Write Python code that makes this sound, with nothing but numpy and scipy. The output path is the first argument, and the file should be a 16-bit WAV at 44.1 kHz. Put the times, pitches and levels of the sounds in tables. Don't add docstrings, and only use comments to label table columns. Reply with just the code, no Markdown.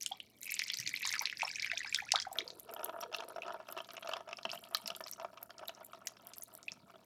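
import sys
import numpy as np
from scipy import signal
from scipy.fft import rfft, irfft
from scipy.io import wavfile
from scipy.ndimage import uniform_filter1d

SR = 44100
rng = np.random.default_rng(int(sys.argv[2]) if len(sys.argv) > 2 else 0)


def inscribe(sig):
    pcm = np.round(np.clip(np.atleast_2d(sig).T, -1, 1) * 32767)
    wavfile.write(sys.argv[1], SR, pcm.astype(np.int16))


N = 310905
TIME = np.arange(N) / SR

# start_s, level_db, pitch_hz, cycles_to_peak
BUBBLES = [(0.0115, -33, 6240, 5), (0.0224, -27.5, 5730, 3.1), (0.0324, -29, 6240, 2.2),
           (0.0616, -24.5, 2980, 2.3), (0.062, -21, 6650, 1.6), (0.112, -37, 765, 4.4),
           (0.1188, -30, 3350, 5.7), (0.2016, -31.5, 2930, 2.6), (0.4313, -31.5, 6340, 2.2),
           (0.456, -45, 2580, 4), (0.4668, -36, 2500, 3.9), (0.4765, -35.5, 2430, 1.9),
           (0.492, -34.5, 2350, 5), (0.5035, -31, 5650, 2.4), (0.5201, -29.5, 2160, 3.1),
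           (0.5412, -21, 7350, 2.2), (0.566, -34, 2280, 2.2), (0.575, -36, 3000, 1.2),
           (0.5927, -18.5, 4170, 1.1), (0.5963, -21, 2280, 1.2), (0.6184, -23.5, 2220, 1.9),
           (0.6381, -27, 5050, 3.3), (0.682, -28.5, 5300, 1.6), (0.7, -24, 2560, 0.87),
           (0.7004, -28.5, 3410, 5.5), (0.7353, -25.5, 4360, 3.1), (0.7409, -19.5, 5330, 0.73),
           (0.7712, -29, 4220, 2.2), (0.787, -27, 5560, 2.5), (0.8004, -25, 5430, 2.3),
           (0.812, -32, 5400, 2), (0.827, -36.5, 2430, 2.9), (0.862, -33, 2240, 2.3),
           (0.875, -34, 2430, 2.8), (0.8644, -29.5, 4300, 4), (0.8752, -20.5, 5100, 1.07),
           (0.892, -27.5, 6050, 2.2), (0.9396, -24, 2120, 2.6), (0.962, -26.5, 4000, 2.6),
           (0.973, -32, 2570, 2.2), (1.008, -35, 2560, 2.7), (1.0275, -29, 2340, 2.9),
           (1.0328, -31, 2650, 4), (1.0417, -32, 4200, 4.3), (1.05, -34.5, 1080, 2),
           (1.0531, -17.5, 4500, 0.94), (1.0744, -24, 6640, 3.5), (1.0918, -24.5, 4000, 1.5),
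           (1.1078, -36, 4740, 1.2), (1.126, -23, 6160, 2.1), (1.1386, -20, 2000, 0.66),
           (1.154, -27.5, 1900, 1.2), (1.162, -38, 1310, 3.6), (1.1932, -21, 5550, 3.7),
           (1.2094, -36.5, 928, 3.05), (1.2098, -31.5, 2170, 3.9), (1.222, -31.5, 1103, 0.73),
           (1.2547, -31, 2420, 2.5), (1.256, -18, 4070, 1.9), (1.2716, -26, 2280, 1.7),
           (1.298, -27, 2350, 1.2), (1.3266, -29.5, 1900, 2), (1.3716, -31.5, 4600, 2.2),
           (1.3975, -31.5, 2430, 2.9), (1.4078, -31, 2160, 3.8), (1.419, -20.5, 2470, 2.1),
           (1.4303, -24.5, 832, 1.48), (1.438, -50, 1100, 0.74), (1.448, -32, 5340, 20),
           (1.479, -30.5, 2600, 3.1), (1.499, -35, 2380, 4.3), (1.514, -33, 5400, 3.3),
           (1.556, -34.5, 2450, 10), (1.5645, -38, 2370, 2.2), (1.5575, -28, 5760, 2.2),
           (1.5849, -34, 2440, 2.4), (1.5953, -30.5, 2210, 3), (1.5975, -29, 5000, 2.8),
           (1.623, -23.5, 3940, 1.15), (1.6274, -29, 2180, 3.8), (1.645, -24, 2330, 2.9),
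           (1.663, -28.5, 2190, 0.74), (1.673, -33, 1805, 2), (1.6982, -31, 2510, 5.5),
           (1.7157, -21.5, 1990, 1.47), (1.729, -42.5, 672, 4.1), (1.733, -33, 2230, 3.6),
           (1.772, -29.5, 2500, 4.7), (1.7744, -26.5, 3570, 3.5), (1.779, -26, 5600, 2.9),
           (1.793, -33.5, 6700, 4.3), (1.804, -32, 1925, 3.9), (1.815, -34, 1750, 2.6),
           (1.83, -37, 2510, 2.7), (1.859, -39.5, 1520, 4.6), (1.873, -37, 5030, 10),
           (1.894, -37.5, 7300, 8.5), (1.846, -34, 2250, 2.5), (1.847, -43.5, 906, 2.3),
           (1.9253, -27, 2420, 4.6), (1.946, -13, 4730, 0.88), (1.959, -24.5, 3300, 3.8),
           (1.9867, -26.5, 1800, 2.3), (2.002, -31, 2440, 4.8), (2.021, -41, 830, 3.5),
           (2.089, -35.5, 2350, 4), (2.106, -36, 2350, 2.2), (2.1197, -8.5, 5150, 1.04),
           (2.12, -37, 2460, 2), (2.1371, -25, 748, 2.13), (2.148, -26.5, 1313, 3.3),
           (2.1579, -14.5, 3730, 2.2), (2.165, -28.5, 1420, 1.8), (2.1756, -32, 4540, 5.9),
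           (2.1868, -30, 3420, 6), (2.2004, -21, 5300, 1.9), (2.219, -28, 5340, 1.3),
           (2.223, -27, 5230, 2.3), (2.2245, -39, 3300, 5.7), (2.251, -38.5, 1450, 2.3),
           (2.2662, -35, 755, 3.7), (2.3135, -37.5, 752, 2.6), (2.328, -38.5, 7770, 7.3),
           (2.3558, -40.5, 1520, 1.6), (2.3864, -16.5, 3450, 1.8), (2.405, -31, 2200, 2.5),
           (2.4155, -39, 3840, 5.4), (2.478, -32, 4300, 2.8), (2.5035, -31.5, 4160, 1.56),
           (3.012, -36, 5680, 7.1), (3.1462, -28.5, 3960, 1.8), (3.185, -33, 3700, 1.8),
           (3.42, -32.5, 2670, 3.4), (3.4325, -37.5, 2610, 3.7), (3.803, -37, 3050, 4.7),
           (3.846, -41, 3370, 0.96), (4.032, -43, 3270, 2.9), (3.968, -41, 2650, 3.1),
           (4.1345, -33, 3230, 1.9), (4.3707, -35.5, 5270, 3), (4.4314, -36, 4250, 1.5),
           (4.453, -36, 3040, 3.3), (4.4922, -34.5, 2700, 3.2), (4.5, -32, 3000, 2.5),
           (4.5155, -27, 5070, 2.2), (4.5755, -39, 3000, 4.3), (4.639, -38.5, 3100, 2),
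           (4.7476, -16, 4200, 1.64), (4.77, -28, 7950, 0.61), (4.859, -32, 5200, 4.3),
           (4.877, -24, 4800, 1.4), (4.95, -33.5, 3170, 1.4), (5.039, -35, 5200, 5),
           (5.072, -37, 4200, 2.1), (5.0818, -32, 4800, 1.2), (5.125, -37.5, 5530, 5),
           (5.582, -37.5, 5600, 1.9), (5.1339, -32.5, 6000, 3.6), (5.682, -31, 3900, 4.4),
           (5.749, -43, 5650, 2.8), (6.0715, -21, 5900, 1.2), (6.3354, -33, 5960, 0.65),
           (6.4224, -33.5, 6600, 3.5), (6.6296, -37, 5100, 0.67), (6.6817, -28, 2490, 3.7),
           (6.7189, -30, 5370, 2.2)]
# start_s, dish_db, splash_db
DROPS = [(2.36, -42.5, -62), (2.692, -43.5, -46.5), (2.704, -49, -55), (2.738, -42.5, -56),
         (2.764, -40, -49), (2.793, -39, -43.5), (2.804, -40, -75), (2.809, -41, -55), (2.831, -38.5, -43),
         (2.858, -42, -46), (2.894, -34, -45.5), (2.932, -45, -59), (2.943, -38.5, -69), (2.964, -37, -68),
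         (2.987, -43.5, -65), (3.007, -48, -48), (3.028, -45, -38), (3.035, -37.5, -40.5),
         (3.061, -44.5, -64), (3.115, -53, -59), (3.127, -44.5, -43), (3.138, -44, -43), (3.145, -41, -32),
         (3.165, -45, -45), (3.192, -61, -52), (3.204, -37.5, -39.5), (3.223, -41, -45),
         (3.236, -44.5, -47), (3.281, -50, -49.5), (3.304, -46, -52), (3.321, -47, -63),
         (3.361, -36, -45.5), (3.383, -34.5, -49), (3.431, -45.5, -65), (3.447, -48, -69),
         (3.464, -40, -47), (3.471, -50, -54), (3.48, -39, -43), (3.491, -42, -56), (3.506, -36.5, -65),
         (3.522, -48, -47), (3.544, -36, -52), (3.559, -46.5, -72), (3.601, -41.5, -57), (3.613, -50, -56),
         (3.687, -43, -44), (3.701, -45, -60), (3.725, -44.5, -45.5), (3.766, -45, -56), (3.776, -36, -37),
         (3.785, -41.5, -37), (3.803, -38, -51), (3.888, -50.5, -46), (3.905, -57, -42), (3.911, -68, -55),
         (3.942, -49.5, -48), (3.967, -59, -38.5), (3.978, -44, -41), (4.028, -64, -42.5),
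         (4.047, -42, -61), (4.06, -46, -46), (4.073, -56, -38.5), (4.092, -35, -37.5), (4.114, -50, -40),
         (4.124, -40.5, -44), (4.135, -38, -31), (4.167, -37.5, -35), (4.192, -64, -52),
         (4.206, -41.5, -48), (4.278, -47, -51), (4.289, -42, -41), (4.31, -50, -45), (4.329, -43, -39),
         (4.386, -48.5, -43), (4.452, -31.5, -34.5), (4.492, -49, -51), (4.532, -42, -37),
         (4.545, -48, -41.5), (4.555, -43.5, -43), (4.652, -53, -60), (4.712, -52, -57),
         (4.732, -46.5, -53), (4.748, -49, -33.5), (4.858, -47.5, -44), (4.902, -41.5, -34),
         (4.917, -45.5, -49), (5.006, -37.5, -41), (5.062, -50.5, -44), (5.198, -39, -43.5),
         (5.213, -45.5, -49), (5.23, -44, -77), (5.247, -32.5, -45), (5.33, -53, -57), (5.341, -60, -59),
         (5.373, -69, -45.5), (5.379, -57.5, -46), (5.426, -49.5, -77), (5.505, -49.5, -44.5),
         (5.593, -48, -47), (5.616, -50, -71), (5.634, -42, -60), (5.654, -56, -46), (5.693, -42, -40),
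         (5.777, -52, -58), (5.797, -52.5, -71), (5.809, -46, -62), (5.819, -55.5, -64), (5.829, -53, -67),
         (5.932, -54.5, -48), (5.947, -54, -52), (6.02, -55, -75), (6.07, -71, -35.5), (6.168, -80, -51),
         (6.902, -55, -58), (6.957, -52.5, -56)]
# start_s, level_db
FILM_BURSTS = [(0.0627, -38), (0.4147, -35.5), (0.52, -27), (0.801, -35), (1.2205, -33), (1.975, -37),
               (2.3304, -37.5), (2.5977, -37), (2.738, -33), (2.846, -24), (3.0104, -41), (3.1648, -43),
               (3.7245, -33.5), (3.9346, -41), (4.7473, -30), (4.877, -33), (4.9649, -39.5), (5.0113, -42),
               (5.1133, -31.5), (5.4297, -34), (5.6825, -38.5), (5.866, -44.5), (6.0716, -31.5),
               (6.2703, -37), (6.3828, -31), (6.4358, -32), (6.5512, -38)]
# peak_s, level_db
FLURRIES = [(2.93, -59), (3.29, -56), (3.53, -67), (3.76, -66), (3.83, -68), (4.08, -55), (4.18, -58),
            (4.55, -48), (4.66, -49), (4.79, -54), (4.96, -45.5), (5.08, -68), (5.5, -83), (5.85, -52.5),
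            (6.76, -82)]
# start_s, level_db, pitch_hz
BUMPS = [(0.789, -54, 128), (0.841, -54.5, 187), (0.874, -58.5, 300), (0.901, -66, 136), (1.059, -61, 114),
         (4.459, -52, 199), (4.471, -64, 300), (4.838, -54.5, 190), (6.711, -55, 180)]
# time_s, level_db
STREAM_FLOW = [(0, -51.5), (0.1, -60.5), (0.26, -71), (0.381, -71), (0.48, -47), (0.99, -49.5), (1.07, -39),
               (1.3, -52.5), (1.36, -61), (1.41, -45.5), (1.7, -51.5), (2.0, -50.5), (2.06, -55.5),
               (2.191, -52.5), (2.28, -68), (2.62, -83)]
# time_s, level_db
DRIBBLE_FLOW = [(2.36, -54.5), (2.6, -65), (2.78, -72), (3.09, -86), (3.18, -59), (3.5, -65), (3.66, -61),
                (3.87, -61.5), (4.12, -55.5), (4.25, -71), (4.5, -60), (4.81, -59.5), (5.22, -63.5),
                (5.46, -67), (5.85, -63), (6.6, -64.5), (6.93, -67.5), (7.06, -65)]
# time_s, level_db
GURGLE = [(2.3, -76), (2.4, -56), (2.55, -60), (2.95, -55), (3.25, -57.5), (3.6, -68)]
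# pitch_hz, level_db, t60_s
DISH_MODES = [(222, -14.5, 0.031), (372, -15, 0.076), (400, -22, 0.042), (606, -7.5, 0.051),
              (671.5, 4.5, 0.041), (765, -15, 0.035), (935, -4, 0.049), (1120, 2, 0.011),
              (1321, -13, 0.069), (1338, 4, 0.017), (1667, -20.5, 0.078), (1794, -18.5, 0.043)]

# frequency_hz, density_db
HUSH_SPECTRUM = [(25, -38), (50, -10.5), (80, 4.5), (115, -8), (190, 8.5), (300, 4), (650, -1),
                 (1300, -31.5), (4000, -26), (9000, -22), (16000, -24)]
FROTH_SPECTRUM = [(700, 6), (1300, -3), (1900, -29), (3000, -1.5), (4500, 2.5)]
MIST_SPECTRUM = [(2000, -23), (5000, -73), (7400, 6.5), (8700, -6.5), (9600, 12.5), (10600, 4),
                 (12500, 9.5), (15000, 1.5), (17000, -46)]
SPRAY_SPECTRUM = [(300, -71), (900, -6.5), (1400, -2.5), (2300, 7), (3100, -9), (3800, 3), (5500, 0.5),
                  (7200, -7.5), (8600, -9), (16000, -35)]
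SPLASH_SPECTRUM = [(400, -41.5), (1200, 12), (2000, -4.5), (2700, 8), (3400, 2.5), (4300, -18),
                   (5500, -2.5), (7000, -22), (8700, -36), (13000, -52)]
SLAP_SPECTRUM = [(300, -22.5), (800, -37), (1400, 2.5), (2100, 2), (5000, 7.5), (7300, -2.5), (8700, -17),
                 (9600, -5.5), (10600, -18), (16000, -26.5)]
RUMBLE_SPECTRUM = [(20, -24), (50, -24), (90, -11), (140, -16), (400, -62)]
TICK_SPECTRUM = [(1000, -27), (5000, -2.5), (8500, -1), (10000, -2), (12500, 13), (15500, 1)]


def from_db(db):
    return 10 ** (np.asarray(db) / 20)


def rms_one(x):
    return x / np.sqrt(np.mean(x ** 2) + 1e-20)


def add(track, start_s, sound):
    at = int(np.clip(round(start_s * SR), 0, N - 1))
    track[at:at + len(sound)] += sound[:N - at]


def butterworth(x, order, edge_hz, kind):
    return signal.sosfilt(signal.butter(order, edge_hz, kind, fs=SR, output="sos"), x + 1e-18)


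def coloured(x, spectrum, size=2048):
    hz, db = np.transpose(spectrum)
    bins = np.maximum(np.fft.rfftfreq(size, 1 / SR), 1)
    cepstrum = irfft(np.log(from_db(np.interp(np.log(bins), np.log(hz), db))))
    cepstrum[1:size // 2] *= 2
    cepstrum[size // 2 + 1:] = 0
    response = irfft(np.exp(rfft(cepstrum)))
    return signal.oaconvolve(x, response / np.linalg.norm(response))[:N]


def envelope(rows):
    time_s, db = np.transpose(rows)
    return from_db(np.interp(TIME, time_s, db, left=-120, right=-120))


def power_sum(*gains):
    return np.sqrt(sum(gain ** 2 for gain in gains))


def shower(events, column, share_db, ceiling_db, lead_s, trail_s, size=11000):
    peak = size // 4
    t = TIME[:size] - TIME[peak]
    shape = np.exp(-2 * np.maximum(-t / lead_s, t / trail_s))
    power = np.zeros(N + size)
    for row in events:
        at = int(np.clip(row[0] * SR, 0, N))
        power[at:at + size] += from_db(min(row[column] + share_db, ceiling_db)) ** 2 * shape
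    return np.sqrt(power[peak:peak + N])


def scatter(shapes, spread_db, count):
    out = np.zeros(N)
    for when, pick, size in rng.random((count, 3)):
        add(out, when * N / SR, from_db(spread_db * size ** 2) * shapes[int(pick * len(shapes))])
    return rms_one(out)


def splat(swell_s, colour_db, size=1024, bands=14):
    hz = np.fft.rfftfreq(size, 1 / SR)
    colour = np.interp(hz, np.geomspace(900, 17000, bands), colour_db * rng.standard_normal(bands))
    noise = irfft(rfft(rng.standard_normal(size)) * from_db(colour))
    age = TIME[:size] / swell_s
    return rms_one(noise) * age * np.exp(1 - age)


def bubble(hz, cycles, rise, wobble=0):
    age = np.arange(int(6 * cycles / hz * SR) + 2) * hz / (cycles * SR)
    stray = np.interp(age, np.linspace(0, 6, 13), np.cumsum(wobble * np.ones(13)))
    turns = cycles * (age + rise * (age ** 2 / 2 - age)) + stray
    motion = age ** 2 * np.exp(2 - 2 * age) * np.sin(2 * np.pi * turns)
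    return np.diff(motion, prepend=0) / (2 * np.sin(np.pi * hz / SR))


def swarm(low_hz, high_hz, cycles, spread_db, count):
    out = np.zeros(N)
    for when, pitch, ring, size in rng.random((count, 4)):
        hz = low_hz * (high_hz / low_hz) ** pitch
        ring_cycles = cycles * 2 ** (2 * ring - 1)
        gain = from_db(spread_db * size ** 2) * hz / np.sqrt(ring_cycles)
        add(out, when * N / SR, gain * bubble(hz, ring_cycles, rise=0.013))
    return rms_one(out)


def dish_ring(swell_s, detune, scatter_db, size=5000):
    hz, db, t60_s = np.transpose(DISH_MODES)[:, :, None]
    strength, shift = rng.standard_normal((2, len(DISH_MODES), 1))
    t = TIME[:size]
    phase = 2 * np.pi * (hz * (1 + detune * shift) * t + rng.random(hz.shape))
    swell = 1 - np.exp(-(t * hz / (swell_s * hz[3])) ** 2)
    decay = from_db(db + scatter_db * strength - 60 * t / t60_s)
    ring = np.sum(decay * swell * np.sin(phase), axis=0)
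    return ring / np.sqrt(uniform_filter1d(2 * ring ** 2, size=200).max())


def background(hush_db=-70.5, hum_db=-78, hum_hz=119.5):
    hush = from_db(hush_db) * coloured(rng.standard_normal(N), HUSH_SPECTRUM)
    return hush + from_db(hum_db) * np.sin(2 * np.pi * hum_hz * TIME)


def rumble(gain_db=-73, peak_s=1.96, width_s=0.68):
    noise = coloured(rng.standard_normal(N), RUMBLE_SPECTRUM)
    return from_db(gain_db) * np.exp(-((TIME - peak_s) / width_s) ** 2) * noise


def room(x, gain_db=-11.5, t60_s=0.18, early_s=0.0084, tail_db=-5, size=14000):
    t = TIME[:size]
    decay = np.exp(-t / early_s) * (t > .003)
    early = rng.standard_normal(size) * decay
    for _ in range(2):
        flat = irfft(np.exp(1j * np.angle(rfft(early))), size)
        early = flat * decay / np.sqrt(uniform_filter1d(flat ** 2, size=300) + 1e-12)
    tail = rng.standard_normal(size) * from_db(-60 * t / t60_s) * np.clip(t / early_s - .5, 0, 1)
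    response = rms_one(early) + from_db(tail_db) * rms_one(tail)
    reflected = signal.oaconvolve(x, response / np.linalg.norm(response))[:N]
    return from_db(gain_db) * butterworth(reflected, 1, 7500, "low")


def bumps(trail_db=-5, trail_s=0.13):
    out = np.zeros(N)
    for start_s, db, hz in BUMPS:
        add(out, start_s, from_db(db) * bubble(hz, cycles=1.66, rise=0))
        for late, pitch in rng.random((4, 2)):
            knock = bubble(hz * 2 ** (pitch - .5), cycles=0.98, rise=0)
            add(out, start_s + trail_s * late, from_db(db + trail_db) * knock)
    return out


def froth(gain_db=-65.5):
    fizz = coloured(swarm(800, 4500, cycles=1.6, spread_db=7, count=2600), FROTH_SPECTRUM)
    strength = np.interp(TIME, [2.6, 2.8, 5.3, 7.05], [0.26, 0.18, 0.0, 0.21])
    return from_db(gain_db) * strength * rms_one(fizz)


def pool(gain_db=-2.5):
    return from_db(gain_db) * envelope(GURGLE) * swarm(340, 510, cycles=1.9, spread_db=13, count=520)


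def sloshes(gain_db=-21, swell_s=0.009, below_hz=1600, size=8000):
    out, age = np.zeros(N), TIME[:size] / swell_s
    for start_s, db, hz, _ in BUBBLES:
        if hz < below_hz:
            noise = butterworth(rng.standard_normal(size), 2, [0.73 * hz, 1.26 * hz], "band")
            add(out, start_s, from_db(db + gain_db) * rms_one(noise) * age * np.exp(1 - age))
    return out


def film_ticks(gain_db=-1.5):
    out = np.zeros(N)
    for start_s, db in FILM_BURSTS:
        add(out, start_s - .0004, from_db(db + gain_db) * splat(swell_s=0.00041, colour_db=-3))
    return coloured(out, TICK_SPECTRUM)


def crackle(spectrum, swell_s, colour_db, spread_db, count):
    splats = [splat(swell_s * 2 ** rng.uniform(-.5, .5), colour_db) for _ in range(96)]
    return rms_one(coloured(scatter(splats, spread_db, count), spectrum))


def mist(gain_db=2, fall_db_per_s=8.5):
    strength = power_sum(
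        from_db(-5 - fall_db_per_s * TIME) * envelope(STREAM_FLOW),
        from_db(-17) * envelope(DRIBBLE_FLOW),
        shower(FLURRIES, column=1, share_db=-7, ceiling_db=-45, lead_s=0.01, trail_s=0.034),
        shower(FILM_BURSTS, column=1, share_db=-19.5, ceiling_db=-57, lead_s=0.017, trail_s=0.026))
    impacts = crackle(MIST_SPECTRUM, swell_s=0.0005, colour_db=4, spread_db=23, count=1100)
    return from_db(gain_db) * strength * impacts


def spray(impact_db=-10.5, fizz_db=-5.5):
    strength = power_sum(
        envelope(STREAM_FLOW), from_db(-6) * envelope(DRIBBLE_FLOW),
        shower(BUBBLES, column=1, share_db=-29.5, ceiling_db=-29, lead_s=0.00127, trail_s=0.011),
        shower(DROPS, column=2, share_db=-11.5, ceiling_db=-71, lead_s=0.0023, trail_s=0.0066))
    impacts = crackle(SPRAY_SPECTRUM, swell_s=0.00125, colour_db=5, spread_db=16, count=1200)
    fizz = rms_one(coloured(swarm(1800, 7500, cycles=2.6, spread_db=14, count=1200), SPRAY_SPECTRUM))
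    return strength * (from_db(impact_db) * impacts + from_db(fizz_db) * fizz)


def patter(gain_db=-1, splash_db=-4, size=2048):
    blows = []
    for _ in range(64):
        ring = dish_ring(swell_s=0.0017, detune=0.016, scatter_db=7, size=size)
        wetness = from_db(splash_db) * rng.random()
        splash = coloured(splat(swell_s=0.0011, colour_db=6), SPLASH_SPECTRUM)[:size]
        blows.append(ring + wetness * splash)
    strength = power_sum(
        envelope(DRIBBLE_FLOW),
        shower(DROPS, column=1, share_db=-8, ceiling_db=-46.5, lead_s=0.015, trail_s=0.0093))
    return from_db(gain_db) * strength * scatter(blows, spread_db=10, count=1000)


def drops(splash_db=-2, smack_db=-8, smack_growth=0.17, bubble_db=-4, bubble_hz=3000):
    drum, splash, smack, bubbles = np.zeros((4, N))
    for start_s, blow_db, wet_db in DROPS:
        ring = dish_ring(swell_s=0.0019, detune=0.021, scatter_db=2.5)
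        add(drum, start_s - .001, from_db(blow_db) * ring)
        add(splash, start_s, from_db(wet_db + splash_db) * splat(swell_s=0.0013, colour_db=5))
        smack_gain = from_db(wet_db + smack_db + smack_growth * (wet_db + 40))
        add(smack, start_s, smack_gain * splat(swell_s=0.0009, colour_db=5))
        late, pitch = rng.random(2)
        tone = bubble(bubble_hz * 2 ** (.8 * (pitch - .5)), cycles=2.6, rise=0.02)
        add(bubbles, start_s + .008 * late, from_db(min(wet_db, -41) + bubble_db - 6 * late) * tone)
    return drum + coloured(splash, SPLASH_SPECTRUM) + coloured(smack, SLAP_SPECTRUM) + bubbles


def churn(gain_db=-5.5, ping_db=-1, sink_oct_per_s=0.37, cycles=4, spread_db=11, count=190):
    out = np.zeros(N)
    first_s, span_s = STREAM_FLOW[0][0], STREAM_FLOW[-1][0] - STREAM_FLOW[0][0]
    for k, (when, pitch, ring, size, tiny) in enumerate(rng.random((count, 5))):
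        start_s = first_s + (k + when) / count * span_s
        hz = 1780 * (2740 / 1780) ** pitch * 2 ** (-sink_oct_per_s * (start_s - 1))
        gain = from_db(spread_db * size)
        add(out, start_s, gain * bubble(hz, cycles * 2 ** (ring - .5), rise=0.021))
        ping_hz = 3800 * (7000 / 3800) ** tiny
        add(out, start_s, gain * from_db(ping_db) * bubble(ping_hz, cycles * 2 ** -ring, rise=0.039))
    return from_db(gain_db) * envelope(STREAM_FLOW) * rms_one(out) * np.sqrt(span_s * SR / N)


def pops(rise=0.008, slap_db=-14, follower_db=-16, throw_s=0.017, spread_oct=0.89, climb_oct=0.56):
    tones, slaps = np.zeros((2, N))
    for start_s, db, hz, cycles in BUBBLES:
        size = max(2500 / hz, 1)
        tone = bubble(hz, cycles, rise * rng.uniform(0, 2.2), wobble=0.074 * rng.standard_normal(13))
        add(tones, start_s, from_db(db) * tone)
        slap_gain = from_db(db + slap_db) / np.sqrt(size * max(cycles, 1))
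        add(slaps, start_s, slap_gain * splat(swell_s=0.001, colour_db=4.5))
        for late, pitch in rng.random((7, 2)):
            follower_hz = hz * 2 ** (spread_oct * (pitch - .5) + climb_oct * late)
            delay_s = throw_s * size ** 0.88 * (late + 0.1022)
            gain = from_db(min(db, -20) + follower_db - 10 * late)
            add(tones, start_s + delay_s, gain * bubble(follower_hz, cycles=2.9, rise=rise))
    return tones + butterworth(coloured(slaps, SLAP_SPECTRUM), 4, 1700, "high")


def scene():
    spatter = pops() + sloshes() + film_ticks() + spray() + mist() + churn() + froth()
    spatter = butterworth(spatter, 4, 490, "high")
    direct = spatter + drops() + patter() + pool() + bumps()
    return (direct + background() + room(direct) + rumble())[None]


def record(dry, cutoff_hz=16600):
    return signal.sosfilt(signal.ellip(10, .2, 80, cutoff_hz, fs=SR, output="sos"), dry)


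dry = scene()
out = record(dry)
inscribe(out)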